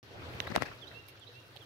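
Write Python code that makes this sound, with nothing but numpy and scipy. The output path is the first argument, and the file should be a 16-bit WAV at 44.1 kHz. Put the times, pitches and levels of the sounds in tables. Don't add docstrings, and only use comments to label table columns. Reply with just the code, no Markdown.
import sys
import numpy as np
from scipy import signal
from scipy.fft import rfft, irfft
from scipy.io import wavfile

SR = 44100
rng = np.random.default_rng(int(sys.argv[2]) if len(sys.argv) > 2 else 0)


def generate_wav(sig):
    pcm = np.round(np.clip(np.atleast_2d(sig).T, -1, 1) * 32767).astype(np.int16)
    wavfile.write(sys.argv[1], SR, pcm)


N = 72765
T = np.arange(N) / SR
LOW_CUT_HZ = 66


def from_db(db):
    return 10 ** (np.asarray(db) / 20)


def rms_one(x):
    return x / np.sqrt(np.mean(x ** 2) + 1e-20)


def pan(db):
    return rms_one(from_db(np.array([[db], [-db]]) / 2))


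def band(x, low_hz, high_hz, order=2):
    top_hz = min(max(high_hz, low_hz * 1.05), 0.45 * SR)
    sos = signal.butter(order, [low_hz, top_hz], "band", fs=SR, output="sos")
    return signal.sosfilt(sos, x + 1e-18)


def at_hz(points, hz, axis=1):
    points = np.array(points)
    return np.interp(np.log(hz), np.log(points[:, 0]), points[:, axis])


def level_curve(points):
    return from_db(np.interp(T, *np.transpose(points)))


def drift(rate_hz):
    knots = rng.standard_normal(N // 8)
    return rms_one(np.interp(T * rate_hz * 2, np.arange(len(knots)), knots))


def coloured(spectrum, sides, patchy_db):
    out = 0
    edges_hz = np.geomspace(30, 17000, 25)
    white = rng.standard_normal((2, 2, N))
    for k, (low_hz, high_hz) in enumerate(zip(edges_hz, edges_hz[1:])):
        mid, side = band(white[k % 2], low_hz, high_hz)
        hz = np.sqrt(low_hz * high_hz)
        likeness = np.clip(at_hz(sides, hz), -1, 1)
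        flicker_db = patchy_db * drift(22.124)
        gain = from_db(at_hz(spectrum, hz) + flicker_db) * pan(at_hz(sides, hz, axis=2))
        stereo = np.sqrt(1 + likeness) * mid + np.sqrt(1 - likeness) * side * [[1], [-1]]
        out = out + gain * stereo
    return rms_one(out)


def swell(s, rise_s, fall_s):
    return np.exp(-np.maximum((s - T) / rise_s, (T - s) / fall_s))


def round_tones(rows):
    out = 0
    for s, db, hz, rise_s, decay_s in rows:
        out = out + from_db(db) * swell(s, rise_s, decay_s) * np.cos(2 * np.pi * hz * (T - s))
    return out


def knocks():
    # click time in seconds, left-right balance in dB before the shadow,
    # left lag in ms, left dull above Hz, then the gain of each resonance from low to high in dB.
    strikes = [(0.4024, -1.5, 0.43, 1960, -0.5, -2.5, -7, 3, 6.5, 7, -27, -0.5, -23),
               (0.469, 9, 0.05, 2800, -5, -11, -17, -7, -15, -14, -23, -22, -35),
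               (0.4718, 10, 0.23, 2800, -7, -15, -20, -1, -22, -20, -18, -23, -36),
               (0.4757, 0, 0.05, 2500, -9, -4, -3, -13, -22, -14, -19, -26, -40),
               (0.5160, 16, 0.0, 3970, -3, -4.5, -28, -12, -30, -26, -7, -27, -40),
               (0.5211, 30, 0.0, 2960, 1, -12, -5, -21, -30, -27, -14, -31, -42),
               (0.561, -2, 1.223, 1810, 4.5, 16.5, 13.5, 6, 1, 7.5, -3, -4, -10),
               (0.58, 26, 0.03, 3460, -28, -4, 3.5, -22, -6, -15, -25, -27, -38),
               (0.6213, 18, 0.18, 7000, 4.5, 9, 5.5, 5.5, -15.5, -9, -28, -12, -13.5),
               (0.6244, 28, 0.0, 5960, -12, -25, -5, -16, -30, -17, -22, -15, -23)]
    # centre in Hz, width in Hz.
    modes = [(240, 275), (660, 392), (1220, 333), (1850, 710), (2880, 480), (3750, 590), (4900, 560),
             (5950, 510), (10000, 17000)]
    smear_s, smear_hz = 0.27e-3, 7700
    top_hz = 12400
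    shadow_leak = 0.11
    out = 0
    hz = np.arange(N // 2 + 1) * SR / N
    smear = np.exp(-2j * np.pi * smear_s * smear_hz * np.arctan(hz / smear_hz))
    for s, pan_db, lag_ms, dull_hz, *levels_db in strikes:
        click = np.zeros(N)
        click[int(s * SR)] = 1
        body = 0
        for k, (db, (centre_hz, width_hz)) in enumerate(zip(levels_db, modes)):
            low_hz = max(centre_hz - width_hz / 2, LOW_CUT_HZ)
            ring = band(click, low_hz, centre_hz + width_hz / 2)
            body = body + (-1) ** k * from_db(db) * ring
        right = rfft(band(body, LOW_CUT_HZ, top_hz, order=4)) * smear
        shadow = shadow_leak + (1 - shadow_leak) / (1 + (hz / dull_hz) ** 4)
        lag = np.exp(-2j * np.pi * hz * lag_ms / 1000)
        left = right * shadow * lag
        out = out + pan(pan_db) * irfft(np.array([left, right]), N)
    return out


def ring_on(dry_knocks):
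    grit_db, grit_decay_s = -14.5, 0.002
    grit = rms_one(rng.standard_normal((2, N)) * np.exp(-T / grit_decay_s)) / np.sqrt(N)
    return dry_knocks + from_db(grit_db) * signal.fftconvolve(dry_knocks, grit, axes=1)[:, :N]


def brushes():
    # peak in seconds, rise in s, fall in s, friction in dB, low bump in dB.
    strokes = [(0.504, 0.0067, 0.0045, -45, -45.5), (0.521, 0.012, 0.0035, -39.5, -37),
               (0.5545, 0.0051, 0.011, -30, -47), (0.578, 0.0048, 0.003, -42, -30),
               (0.614, 0.0066, 0.0069, -35, -36), (0.631, 0.0046, 0.0055, -34, -36),
               (0.663, 0.0075, 0.025, -42, -54)]
    # frequency in Hz, relative density in dB per Hz.
    spectrum = [(200, -16), (450, 8.5), (1000, -5), (1900, 4), (2800, -10.5), (3600, -11.5), (5200, -13.5),
                (7500, -25.5), (15000, -33)]
    # frequency in Hz, left-right likeness (-1 to 1), left-right balance in dB.
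    sides = [(2480, 0.034, 12.5), (5050, 0, 16), (12000, 0, -1)]
    grain = from_db(2 * drift(350))
    friction = rms_one(coloured(spectrum, sides, patchy_db=2.7) * grain)
    bump = pan(35) * rms_one(band(rng.standard_normal(N), 53.6, 340))
    out = 0
    for s, rise_s, fall_s, friction_db, bump_db in strokes:
        stroke = from_db(friction_db) * friction + from_db(bump_db) * bump
        out = out + swell(s, rise_s, fall_s) * stroke
    return out


def handling_bumps():
    return round_tones([(0.285, -46.5, 83, 0.089, 0.014), (0.351, -34, 93, 0.0054, 0.0041),
                        (0.575, -31.5, 66, 0.0071, 0.0064), (0.705, -46.5, 110, 0.016, .015),
                        (1.568, -48.5, 101, 0.007, 0.0033)])


def movement():
    # time in seconds, level in dB.
    motion = [(0.04, -63), (0.09, -56), (0.13, -51), (0.25, -47), (0.40, -45.5), (0.55, -47), (0.69, -49),
              (0.77, -55.5), (0.95, -56.5), (1.1, -69.5), (1.64, -63)]
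    # frequency in Hz, relative density in dB per Hz.
    spectrum = [(40, 13), (85, 1.5), (130, 3), (200, -2), (380, 4), (620, 1), (950, -4), (2000, -4),
                (4400, -13.5), (7500, -34), (15000, -32.5)]
    # frequency in Hz, left-right likeness (-1 to 1), left-right balance in dB.
    sides = [(60, -0.16, 7.5), (330, 0.8, 1), (725, 0.49, -3), (1370, -0.21, 2.5), (3140, -0.43, 1),
             (8000, 0.99, 10), (15100, -0.17, -10)]
    sway_hz, sway_db = 95.5, -6
    sway = rms_one(band(rng.standard_normal(N), sway_hz / 1.42, sway_hz * 1.3))
    rustle = coloured(spectrum, sides, patchy_db=2.16)
    return level_curve(motion) * (rustle + from_db(sway_db) * sway)


def whistle(s, length_s, from_hz, to_hz, db, pan_db):
    waver = 0.00414
    u = np.clip((T - s) / length_s, 0, 1)
    pitch_hz = (from_hz + (to_hz - from_hz) * u) * (1 + waver * drift(150))
    phase = 2 * np.pi * np.cumsum(pitch_hz) / SR
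    return from_db(db) * pan(pan_db) * np.sin(np.pi * u) * np.sin(phase)


def bird():
    # start in seconds, then the level of each of the three notes in dB.
    phrases = [(0.413, -52.5, -47, -53.5), (0.812, -45, -45, -47), (1.209, -50.5, -47.5, -53),
               (1.6, -51.5, -41, -34)]
    # seconds after its start, length in s, start in Hz, end in Hz,
    # left-right balance in dB.
    notes = [(0, .040, 3694, 2920, -33), (0.056, 0.0246, 3546, 4214, -29), (0.121, .080, 2631, 2826, -40)]
    # start in seconds, length in s, start in Hz, end in Hz,
    # level in dB, left-right balance in dB.
    stray_call = [(0.645, 0.0388, 2200, 2940, -50, -40), (0.673, 0.0256, 2800, 2390, -51.5, -24)]
    wood_t60_s, wood_db, wood_pan_db = 0.92, -2.5, -6.5
    song = sum(whistle(*note) for note in stray_call)
    for start_s, *notes_db in phrases:
        for db, (after_s, length_s, from_hz, to_hz, pan_db) in zip(notes_db, notes):
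            song = song + whistle(start_s + after_s, length_s, from_hz, to_hz, db, pan_db)
    decay = from_db(-60 * T / wood_t60_s)
    trees = rms_one(rng.standard_normal((2, N)) * decay) / np.sqrt(N)
    tail = signal.fftconvolve(song.mean(0)[None], trees, axes=1)[:, :N]
    return song + from_db(wood_db) * pan(wood_pan_db) * tail


def ticks():
    # peak in seconds, level in dB, band centre in Hz, decay in s, left-right balance in dB.
    bursts = [(0.276, -52, 680, 0.054, 1), (0.336, -46, 2600, 0.0038, -23),
              (0.411, -56.5, 12000, 0.0062, -20), (0.424, -43.5, 790, 0.01, -12),
              (0.473, -55, 12800, 0.003, -21), (0.619, -45, 4500, 0.01, -3), (0.621, -51, 9900, 0.0053, -5),
              (0.713, -46, 1280, 0.011, -4), (0.914, -52.5, 1640, 0.026, 3),
              (1.0835, -52.5, 11900, 0.011, -17), (1.085, -52, 2620, 0.0095, -9),
              (1.084, -56.5, 4600, 0.0095, -10), (1.197, -59.5, 8000, 0.0024, -3),
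              (1.5639, -42, 3360, 0.002, -7), (1.563, -60, 11600, 0.0046, -25),
              (1.571, -44.5, 3300, 0.0023, -9)]
    edge_ratio = 1.226
    out = 0
    for s, db, hz, decay_s, pan_db in bursts:
        grit = rms_one(band(rng.standard_normal((2, N)), hz / edge_ratio, hz * edge_ratio))
        out = out + from_db(db) * pan(pan_db) * grit * swell(s, 0.00043, decay_s)
    return out


def plops():
    return round_tones([(1.293, -52.5, 485, 0.0045, 0.022), (1.560, -48.5, 790, 0.0035, 0.002),
                        (1.572, -51.5, 570, 0.0052, 0.0043)])


def trickle_drops():
    drops_per_s, spread_db = 830, 3.5
    ring_cycles = 2.3
    sizes = from_db(spread_db * np.minimum(rng.exponential(1, N), 4)) * rng.choice([-1, 1], N)
    clicks = sizes * (rng.random(N) < drops_per_s / SR)
    dealt = rng.integers(0, 16, N)
    drops = 0
    for k, hz in enumerate(np.geomspace(9200, 16100, 16)):
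        r = from_db(-60 * hz / (ring_cycles * SR))
        w = 2 * np.pi * hz / SR
        poles = [1, -2 * r * np.cos(w), r * r]
        ringing = signal.lfilter([np.sin(w)], poles, clicks * (dealt == k) + 1e-18)
        drops = drops + ringing / np.sqrt(hz)
    return rms_one(drops)


def creek():
    # frequency in Hz, relative density in dB per Hz.
    spectrum = [(40, 0), (70, 8), (130, -34), (200, -6.5), (330, 2.5), (650, -2), (1100, -5.5), (1500, -1),
                (2500, -7.5), (3600, -4.5), (5000, -10), (7200, -33.5), (10500, -22.5), (15500, -25.5)]
    # frequency in Hz, left-right likeness (-1 to 1), left-right balance in dB.
    sides = [(60, 0.98, 40), (284, 0.97, 0), (650, 0.39, 0), (1450, -0.11, 2), (3260, -0.055, -2.5),
             (7000, 0.26, 10.5), (14700, -0.45, -7.5)]
    # time in seconds, level in dB.
    trickle = [(0.04, -102), (0.3, -67.5), (0.8, -71), (1.0, -74), (1.25, -81.5), (1.45, -71), (1.64, -71)]
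    wash_db, drops_pan_db = -57.5, -25
    wash = from_db(wash_db) * coloured(spectrum, sides, patchy_db=2.0)
    return wash + level_curve(trickle) * pan(drops_pan_db) * trickle_drops()


def rumble():
    centre_hz, edge_ratio, level_db, side_gain = 112.3, 1.132, -59.5, 0.017
    noise = rng.standard_normal((2, N))
    mid, side = rms_one(band(noise, centre_hz / edge_ratio, centre_hz * edge_ratio))
    return from_db(level_db) * (mid + side_gain * side * [[1], [-1]])


def scene():
    close = ring_on(knocks()) + brushes() + handling_bumps() + movement()
    around = bird() + ticks() + plops()
    return close + around + creek() + rumble()


def record(dry):
    start_s, cutoff_hz = 0.029, 15650
    bass_cut = signal.butter(3, LOW_CUT_HZ, "high", fs=SR, output="sos")
    top_cut = signal.ellip(10, 0.1, 70, cutoff_hz, fs=SR, output="sos")
    thinned = signal.sosfilt(bass_cut, dry * (T > start_s))
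    return signal.sosfilt(top_cut, thinned)


dry = scene()
out = record(dry)
generate_wav(out)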